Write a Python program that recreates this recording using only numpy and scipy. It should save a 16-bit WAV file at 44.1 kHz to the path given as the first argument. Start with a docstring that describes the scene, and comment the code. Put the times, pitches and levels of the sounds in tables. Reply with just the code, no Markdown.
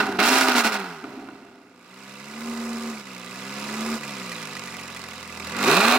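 """The exhaust of a revved V12 sports car, heard from behind on a forest road: six pressure pulses a turn
excite the resonances of open pipes or, with the flaps shut, of a silencer, over a low drone.
A hard pull stutters as the ignition cuts in and out; the revs fall and unburnt fuel burbles and bangs.
Two gentle swells follow with the flaps shut, the engine sinks back with rattles and loud valve ticks,
and a second hard pull opens the flaps again. The trunks scatter a faint, dull reverberation."""
import sys
import numpy as np
from scipy import signal
from scipy.fft import rfft, irfft, next_fast_len
from scipy.io import wavfile
from scipy.ndimage import uniform_filter1d

SR = 44100
rng = np.random.default_rng(int(sys.argv[2]) if len(sys.argv) > 2 else 0)


def bounce(signal):
    """Save signal as a 16-bit WAV file at the path given by the first command-line argument."""
    frames = np.transpose(np.atleast_2d(signal))
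    limited = np.clip(frames, -1, 1)
    pcm = np.round(limited * 32767).astype(np.int16)
    wavfile.write(sys.argv[1], SR, pcm)


N = 263718
TIME = np.arange(N) / SR


def from_db(db):
    """Amplitude ratio of a level in decibels."""
    return 10 ** (np.asarray(db) / 20)


def unit_rms(x):
    """Normalisation to an rms of 1."""
    return x / np.sqrt(np.mean(x ** 2) + 1e-20)


def evened(x, window_s=0.053):
    """Automatic gain control: the short-time rms of the mean of both channels is held near 1."""
    power = uniform_filter1d(x.mean(0) ** 2, int(window_s * SR))
    return x / np.sqrt(np.maximum(power, 1e-12))


def in_time(points):
    """Linear interpolation of a curve at every sample."""
    return np.interp(TIME, *np.transpose(points))


def at_hz(points, hz):
    """Interpolation of a spectrum on a logarithmic frequency axis."""
    f, value = np.transpose(points)
    return np.interp(np.log(hz + 1), np.log(f), value)


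def rise(start_s, length_s):
    """Linear ramp from 0 to 1."""
    return np.clip((TIME - start_s) / length_s, 0, 1)


def with_flaps(pair, flaps):
    """Linear blend from the shut value to the open one."""
    return pair[0] + (pair[1] - pair[0]) * flaps


def drift(per_s):
    """Slow random modulation of unit variance."""
    knots = rng.standard_normal(4096)
    return np.interp(TIME * per_s, np.arange(len(knots)), knots) * np.sqrt(3 / 2)


def clicks(samples, heights):
    """Impulse train with the given positions and heights."""
    return np.bincount(np.clip(samples, 0, N - 1).astype(int), heights, N)


def butter(x, hz, kind, order=2):
    """Causal Butterworth filter."""
    return signal.sosfilt(signal.butter(order, hz, kind, fs=SR, output="sos"), x + 1e-18)


def decay(impulses, tau_s):
    """First-order relaxation: each impulse dies away exponentially."""
    return signal.lfilter([1], [1, -np.exp(-1 / (tau_s * SR))], impulses + 1e-18)


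def ring(impulses, hz, t60_s):
    """Damped harmonic oscillator: each impulse starts a decaying sine."""
    r, w = from_db(-60 / (t60_s * SR)), 2 * np.pi * hz / SR
    return signal.lfilter([0, np.sin(w)], [1, -2 * r * np.cos(w), r * r], impulses + 1e-18)


def resonate(x, colour, modes, size=4096):
    """Minimum-phase filter: peaks and notches on a broad spectral envelope."""
    hz = np.fft.rfftfreq(size, 1 / SR)
    modes_db = sum(db / (1 + (2 * (hz - f) / width) ** 2) for f, width, db in modes)
    cepstrum = irfft(np.log(from_db(at_hz(colour, hz) + modes_db)))
    cepstrum[1:size // 2] *= 2   # folding the cepstrum makes the response causal
    cepstrum[size // 2 + 1:] = 0
    response = irfft(np.exp(rfft(cepstrum)))
    return signal.fftconvolve(x, response[None], axes=-1)[:, :N]


# likeness of the sound at the two ears: (frequency [Hz], coherence [0-1])
COHERENCE = [(200, 1), (300, 1), (600, 0.93), (1200, 0.76), (2200, 0.63), (4000, 0.19), (12000, 0.49)]


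def spread(centre, stray):
    """Interaural coherence: two signals mix to stereo, the bass alike in both ears, the treble less so."""
    size = next_fast_len(N)
    alike = at_hz(COHERENCE, np.fft.rfftfreq(size, 1 / SR))
    mid = rfft(centre, size) * np.sqrt(1 + alike)
    side = rfft(stray, size) * np.sqrt(1 - alike)
    return irfft(np.array([mid + side, mid - side]), size)[:, :N]


def stereo_noise(envelope):
    """Amplitude modulation of partly coherent white noise."""
    return spread(*(envelope * rng.standard_normal((2, N))))


def rumble():
    """Random vibration of the car's body: a faint band of low noise."""
    return from_db(-76) * unit_rms(butter(rng.standard_normal(N), [60, 140], "band"))


def forest(x, t60_s=0.7, first_echo_s=0.012):
    """Diffuse scattering: trunks return a dull tail that decays exponentially."""
    t = TIME[:SR]
    tail = rng.standard_normal((2, SR)) * from_db(-60 * t / t60_s) * (t > first_echo_s)
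    tail = butter(tail / np.sqrt(np.sum(tail[0] ** 2)), [350, 3500], "band", order=1)
    return from_db(-46) * signal.fftconvolve(x.mean(0)[None], tail, axes=-1)[:, :N]


# left ear relative to right: (frequency [Hz], level [dB])
LEFT_EAR = [(125, 0), (250, -.8), (500, -1.5), (1000, -2.6), (2000, -3.6), (4000, -6.2), (8000, -4.8),
            (14000, -5.6)]


def from_right(x, lag_s=0.000035):
    """Interaural level and time cues: the left ear hears less, and later. The treble is beamed at both."""
    size = next_fast_len(N + 64)
    hz = np.fft.rfftfreq(size, 1 / SR)
    lean = from_db(at_hz(LEFT_EAR, hz) / 2)
    delay = np.exp(-2j * np.pi * hz * lag_s)
    beam = from_db(at_hz([(1500, 0.042), (4000, 1.22), (8000, 3.38), (14000, 4.1)], hz))
    return irfft(rfft(x, size) * beam * [delay * lean, 1 / lean], size)[:, :N]


def rattle(per_s=700, size_db=2.5, t60_cycles=40, pitches=24):
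    """Poisson impacts: loose metal pings at random, each touch at one of many pitches."""
    touches = rng.random(N) < per_s / SR
    touches = touches * from_db(size_db * np.minimum(rng.exponential(1, N), 3))
    pitch = rng.integers(0, pitches, N)
    out = np.zeros((2, N))
    for k, hz in enumerate(np.geomspace(1850, 8500, pitches) * rng.uniform(1.0, 1.02, pitches)):
        out[k % 2] += ring(touches * (pitch == k), hz, t60_cycles / hz)
    return spread(unit_rms(out[0] + out[1]), unit_rms(out[0] - out[1]))


def ticking(turns, uneven_db=3.5):
    """Periodic impacts: the valve gear ticks once a turn with random strength."""
    at = np.flatnonzero(np.diff(np.floor(turns)))
    strength = from_db(uneven_db * np.clip(rng.standard_normal(N)[:len(at)], -2, 1.5))
    ticks = stereo_noise(decay(clicks(at, strength), tau_s=0.0041))
    return unit_rms(butter(ticks, 4400, "high", order=1))


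# louder metallic ticks of the valve gear as the revs sink: (time [s], relative level [dB])
LOUD_TICKS = [(4.0338, -20.5), (4.0926, -21), (4.318, -17), (4.363, -23), (4.4278, -19), (4.5675, -19.5),
              (4.6733, -21), (4.7404, -23), (4.7963, -24), (4.9633, -21)]
# modes that ring with each tick: (frequency [Hz], relative level [dB], T60 [s])
TICK_MODES = [(1200, -8.5, 0.039), (1975, 6, 0.035), (2390, 0.5, 0.068), (2590, -14, .03),
              (4200, -10.5, 0.098), (5400, -12, 0.019)]


def loud_ticks():
    """Impact excitation: each louder tick of the valve gear is a bright crack with a short modal ring."""
    times, level_db = np.transpose(LOUD_TICKS)
    crack = decay(clicks(times * SR, from_db(level_db - 14)), tau_s=0.008)
    out = butter(crack * rng.standard_normal(N), [1500, 7000], "band", order=1)
    for hz, mode_db, t60_s in TICK_MODES:
        strength = from_db(level_db + mode_db - 17 + rng.normal(0, 2, len(times)))
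        out += ring(clicks(times * SR, strength), hz, t60_s)
    return out


# spectral envelope with the flaps shut: (frequency [Hz], gain [dB])
SHUT_COLOUR = [(40, -26), (100, -16.5), (180, 7), (260, 5.5), (500, -6), (750, 0.5), (1200, 0.5),
               (2300, -4), (3300, -5.5), (5000, -10), (8000, -12.5), (15000, -21.5)]
# peaks and notches of the silencer: (frequency [Hz], width [Hz], gain [dB])
SILENCER_MODES = [(394, 18.4, 12.5), (501.4, 54, 14.5), (733, 11.6, 8), (774, 31, -5), (961, 170, 6.5),
                  (1190, 205, 10.5), (1476, 166, 7.5), (1530, 53, -6.5), (1724, 73, 10), (1809, 183, -13.5),
                  (1957, 350, 5.5), (2506, 410, 5), (2727, 400, 4), (3220, 59, -5.5), (3913, 120, 6),
                  (5230, 250, 3.5), (7340, 1100, 3), (11000, 410, 4.5)]


def silencer(x):
    """Acoustic filtering: the silencer's resonances colour what passes through it."""
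    return resonate(x, SHUT_COLOUR, SILENCER_MODES)


# spectral envelope with the flaps open: (frequency [Hz], gain [dB])
OPEN_COLOUR = [(40, -19), (100, -17.5), (170, -15), (260, -5), (520, -11), (900, 0), (1400, -4), (2200, -6),
               (3300, -12), (5000, -19), (8000, -23), (15000, -28)]
# peaks and notches of the pipes, hot and cooler: (frequency [Hz], width [Hz], gain [dB])
HOT_MODES = [(246, 170, 9.5), (410, 53, 13.5), (530, 180, -4), (691, 49, 7.5), (767, 39, 9),
             (1125, 13, -19), (1244, 130, 5), (1443, 114, 10), (1764, 100, -6.5), (2464, 120, 5),
             (2570, 90, -4), (2700, 87, 10), (4100, 450, 4), (5420, 310, 4)]
COOL_MODES = [(227, 45, -10), (406, 55, 5.5), (623, 46, 2.5), (700, 43, 5), (805, 62, 2), (1147, 180, 10.5),
              (1430, 220, 8), (1870, 80, -2.5), (1930, 54, 5.5), (2430, 100, 7.5), (2640, 480, 9.5),
              (3730, 530, 7), (4150, 340, 6.5)]


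def open_pipes(x, hot=True):
    """Standing waves: the pipes resonate at frequencies that depend on the gas temperature."""
    return resonate(x, OPEN_COLOUR, HOT_MODES if hot else COOL_MODES)


# spells of unburnt fuel puffing in the pipes: (start [s], duration [s], relative level [dB])
BURBLES = [(0, 0.087, -29.5), (1.022, 0.17, -39), (5.336, .15, -52)]


def overrun(attack_s=0.01, fade_db_per_s=29.5):
    """Amplitude envelope of the burble: each spell lights quickly, holds and decays exponentially."""
    gain = 0
    for start, length, level_db in BURBLES:
        fade_db = fade_db_per_s * np.maximum(TIME - start - length, 0)
        gain = gain + rise(start, attack_s) * from_db(level_db - fade_db)
    return gain


# bangs in the exhaust: (time [s], relative level [dB])
BANGS = [(0.006, -1.5), (0.189, -11), (0.275, -18), (0.483, 4), (0.55, -9), (0.674, -24), (1.041, -12.5),
         (1.152, -23), (1.193, -25), (1.287, -18), (1.466, -28), (5.671, -5), (5.962, -1)]


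def afterfire(lumpy_db=1.5, thud_hz=(85, 220)):
    """Combustion noise: fuel lights in the hot pipes and rings them, as a burble and as single bangs."""
    lumps = from_db(lumpy_db * drift(110))
    puffs = open_pipes(stereo_noise(lumps))
    burble = evened(butter(puffs, [225, 370], "band"), window_s=0.38)
    thuds = unit_rms(butter(lumps * rng.standard_normal(N), thud_hz, "band"))
    burbling = overrun() * (from_db(-3.5) * burble + from_db(-19.5) * thuds)
    times, level_db = np.transpose(BANGS)
    blasts = decay(clicks(times * SR, from_db(level_db)), tau_s=0.0044)
    bangs = open_pipes(stereo_noise(blasts))
    bangs = butter(butter(bangs, 950, "low", order=1), 90, "high")
    thumps = butter(blasts * rng.standard_normal(N), thud_hz, "band")
    return burbling + from_db(-4) * bangs + from_db(-17) * thumps


# gentle presses of the pedal: (start [s], duration [s], rise [s], release [s], gain [dB])
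SWELLS = [(2.248, 0.64, 0.24, 0.15, 6), (3.551, 0.408, 0.36, 0.037, 5.5)]


def swells(sag_share=0.7, sag_s=0.021):
    """Level modulation in dB: the gain of each gentle press, and the sag of the flow after the lift."""
    pedal_db = sag_db = 0
    for start, length, rise_s, release_s, gain_db in SWELLS:
        lift = start + length
        pedal_db = pedal_db + gain_db * rise(start, rise_s) * (1 - rise(lift, release_s))
        sag_db = sag_db + sag_share * gain_db * np.exp(-((TIME - lift - release_s) / sag_s) ** 2)
    return pedal_db, sag_db


# gas flow on a light or closed throttle: (time [s], level [dB])
FLOW = [(0, -24.5), (.18, -36.5), (.45, -23), (.75, -30), (1.0, -44), (1.2, -47.5), (1.72, -59), (2.0, -50),
        (2.35, -47), (3.2, -46), (3.6, -40.5), (4.3, -41.5), (5.3, -45), (5.6, -36.5)]
# full-throttle bursts, both long pulls and the short catches of the stutter:
# (start [s], duration [s], attack [s], bark level [dB], hiss level [dB])
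BURSTS = [(0.0, 0.01, 0.00033, -20.5, -37.5), (0.183, 0.25, 0.0067, -22, -27),
          (0.458, 0.067, 0.018, -23, -34.5), (0.542, 0.063, 0.0095, -22, -27),
          (0.62, 0.056, 0.028, -22, -30), (0.712, 0.035, 0.009, -28.5, -35),
          (0.727, 0.045, 0.023, -28.5, -42), (5.453, 0.51, 0.24, -20.5, -28)]


def throttle(speed, flaps, pedal_db, sag_db, rise_db=24.5, release_db_per_s=581, build_db=11.5):
    """Gas flow sets loudness: four band levels in dB, low to high, and the degree of burst from 0 to 1."""
    steady_db = in_time(FLOW)
    flow_db = steady_db - sag_db
    jet_db = 0.4032 * np.maximum(speed - 112, 0)   # high revs keep the hiss strong between bursts
    levels = np.array([flow_db + pedal_db,   # bark, rasp, hiss
                       flow_db + 0.26 * pedal_db + with_flaps((2.5, -8), flaps),
                       flow_db + 0.84 * pedal_db + with_flaps((-5, -19.5), flaps) + jet_db])
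    for start, length, attack_s, bark_db, hiss_db in BURSTS:
        release_db = release_db_per_s * np.maximum(TIME - start - length, 0)
        shape_db = rise_db * (rise(start, attack_s) - 1) - release_db
        rasp_db = bark_db + 0.24 * (hiss_db - bark_db) + 1.5
        building_db = build_db * (rise(start, 0.31 * length) - 1)   # the jet's hiss builds up
        burst = [shape_db + bark_db, shape_db + rasp_db, shape_db + hiss_db + building_db]
        levels = np.where(TIME >= start, np.maximum(levels, burst), levels)
    bark_db, rasp_db, hiss_db = levels
    bursting = np.clip((bark_db - pedal_db - steady_db) / 5.5, 0, 1)   # full at 5.5 dB over the flow
    roar_db = bark_db + with_flaps((-4.5, -16), flaps) + 8.5 * flaps * bursting
    return roar_db, bark_db, rasp_db, hiss_db, bursting


# orders 1 to 6 of the crank speed, relative to the bark:
# (level with flaps shut [dB], level with flaps open [dB], swell slope [dB/dB], burst gain [dB])
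ORDERS = [(-5.5, -29, .2, -6), (4, -10, -3, 2), (0, -15.5, 1.4, -6), (-6.5, -5.5, -0.2, 0.5),
          (-6.5, -2, 0.35, -4), (-13.5, -4, 2, 10)]
# low resonances of the tailpipes: (frequency [Hz], gain [dB])
BOOM = [(55, -28), (83, -13.5), (100, -23), (130, -15.5), (160, -5.5), (195, 0), (215, -1.5), (232, 0.5),
        (265, 0.5), (310, -14.5), (390, 0.5), (480, -16), (720, -14), (900, -5)]


def drone(speed, turns, flaps, bark_db, pedal_db, bursting):
    """Forced resonance: low harmonics of the crank speed boom as they sweep past the tailpipe modes."""
    opened = np.clip(flaps / 0.93, 0, 1)
    out = 0
    for order, (shut_db, open_db, swell_slope, burst_db) in enumerate(ORDERS, 1):
        load_db = swell_slope * pedal_db + burst_db * bursting * opened
        level_db = bark_db + with_flaps((shut_db, open_db), opened) + load_db
        waver_db = with_flaps((0.9, 2.0), opened) * drift(45)
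        gain = from_db(level_db + at_hz(BOOM, order * speed) + waver_db)
        out = out + gain * np.sin(2 * np.pi * (order * turns + rng.random()))
    return np.sqrt(2) * out


def crackle(per_s=550, size_db=5.2):
    """Nonlinear steepening: the fast jet forms small, bright shocks of very uneven size."""
    born = rng.random(N) < per_s / SR
    shocks = born * from_db(size_db * np.minimum(rng.exponential(1, N), 4))
    centre = unit_rms(shocks * rng.choice([-1, 1], N))
    stray = unit_rms(shocks * rng.standard_normal(N))
    return butter(spread(centre, stray), 5000, "high", order=1)


def lope(turns, idle_hz=35, smooth_hz=69, surge_db=5, surge_s=0.0047):
    """Amplitude modulation at the crank rate: a short, uneven surge each turn, strongest near idle."""
    speed = np.gradient(turns) * SR
    idling = np.clip((smooth_hz - speed) / (smooth_hz - idle_hz), 0, 1)
    strength = 1 + 0.72 * np.clip(rng.standard_normal(N), -2, 2)[turns.astype(int)]
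    age_s = (turns % 1) / speed
    return from_db(surge_db * idling * strength * np.exp(-age_s / surge_s))


def firings(turns, uneven_db, bank_db, rough_db, gas_db, fade_db, jitter_s, longest_run_s=0.0014):
    """Exhaust blow-down, six times a turn: a pressure pulse with a fading puff of turbulent gas."""
    number = np.floor(turns * 6).astype(int)
    at = np.flatnonzero(np.diff(number)) + 1
    # unequal pipe runs give each cylinder its own strength and delay, which fills in the half orders
    run = np.array([0, 7, 3, 10, 1, 5, 9, 2, 11, 6, 4, 8])[number % 12] / 11
    # the banks fire in turn, the nearer one louder; combustion varies from stroke to stroke
    stroke = rng.standard_normal(8192)[number]
    strength = from_db(-uneven_db * run + bank_db * (number % 2) + rough_db * stroke)
    late_s = longest_run_s * run[at] + jitter_s * rng.standard_normal(N)[:len(at)]
    # pulses and gas both leave the lowest orders to the drone
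    pulses = unit_rms(butter(clicks(at + late_s * SR, strength[at]), [480, 7000], "band"))
    puff = unit_rms(strength * from_db(-fade_db * (turns * 6 % 1)))
    gas, stray = puff * rng.standard_normal((2, N))
    gas = gas - 0.58 * butter(gas, 440, "low", order=1)
    return spread(unit_rms(pulses + from_db(gas_db) * gas), stray)


def exhaust(turns, flaps, roar_db, bark_db, rasp_db, hiss_db):
    """Source and filter: firings leave by the open pipes or the silencer, levelled in four bands."""
    blare = firings(turns, uneven_db=2, bank_db=3, rough_db=2, gas_db=8, fade_db=7, jitter_s=0.00012)
    fierce = from_db(np.minimum(bark_db + 30, 0))   # only a strong jet crackles
    blare = blare + from_db(2) * fierce * crackle()
    purr = firings(turns, uneven_db=4, bank_db=1.5, rough_db=1.2, gas_db=6, fade_db=3, jitter_s=0.00005)
    purr = purr + from_db(2) * ticking(turns) + from_db(-5.5) * rattle()
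    purr = purr * lope(turns)
    cooled = rise(start_s=3, length_s=2)   # the gas cools during the gentle running
    piped = (1 - cooled) * unit_rms(open_pipes(blare)) + cooled * unit_rms(open_pipes(blare, hot=False))
    flow = flaps * piped + (1 - flaps) * unit_rms(silencer(purr))
    roar_gain = np.hypot(from_db(roar_db), from_db(-6.5) * overrun())
    roar = evened(butter(flow, 563, "low", order=4)) * roar_gain
    bark = evened(butter(flow, [550, 1700], "band", order=4)) * from_db(bark_db - 1.2)
    rasp = evened(butter(flow, [1700, 5000], "band", order=4)) * from_db(rasp_db - 2.76)
    hiss = evened(butter(flow, 4240, "high", order=4)) * from_db(hiss_db - 2.06)
    return roar + bark + rasp + hiss


# rotation of the crankshaft: (time [s], speed [turns/s])
CRANK_SPEED = [(0.0, 107.4), (0.18, 93.6), (0.28, 126.7), (0.4, 132.3), (0.53, 125.9), (0.83, 94.9),
               (1.06, 70.4), (1.15, 66.9), (1.41, 67.7), (1.72, 62.9), (1.82, 58.2), (2.01, 66.4),
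               (2.18, 67.0), (2.45, 77.9), (2.91, 76.1), (3.05, 66.2), (3.21, 60.6), (3.93, 76.4),
               (4.58, 47.3), (4.95, 43.6), (5.5, 40.2), (5.65, 53.3), (5.73, 78.0), (5.81, 103.7),
               (5.9, 119.9), (5.98, 126.9)]
# exhaust flaps: (time [s], opening [0-1])
FLAPS = [(0, 0.84), (1.6, 0.56), (2.1, 0), (5.5, 0), (5.66, 0.65), (5.98, 1)]


def scene():
    """Superposition: one crankshaft times the exhaust and the drone; the throttle sets their strength."""
    speed, flaps = in_time(CRANK_SPEED), in_time(FLAPS)
    turns = np.cumsum(speed * (1 + 0.003 * drift(60))) / SR
    pedal_db, sag_db = swells()
    roar_db, bark_db, rasp_db, hiss_db, bursting = throttle(speed, flaps, pedal_db, sag_db)
    engine = exhaust(turns, flaps, roar_db, bark_db, rasp_db, hiss_db)
    engine = engine + drone(speed, turns, flaps, bark_db, pedal_db, bursting)
    car = from_right(engine + afterfire() + loud_ticks())
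    return car + forest(car) + rumble()


def record(dry, cutoff_hz=15950):
    """Soft saturation rounds the highest peaks; a low-pass filter cuts the top of the treble."""
    low_pass = signal.firwin(401, cutoff_hz, fs=SR)
    return signal.fftconvolve(np.tanh(dry), low_pass[None], "same", axes=-1)


dry = scene()
out = record(dry)
bounce(out)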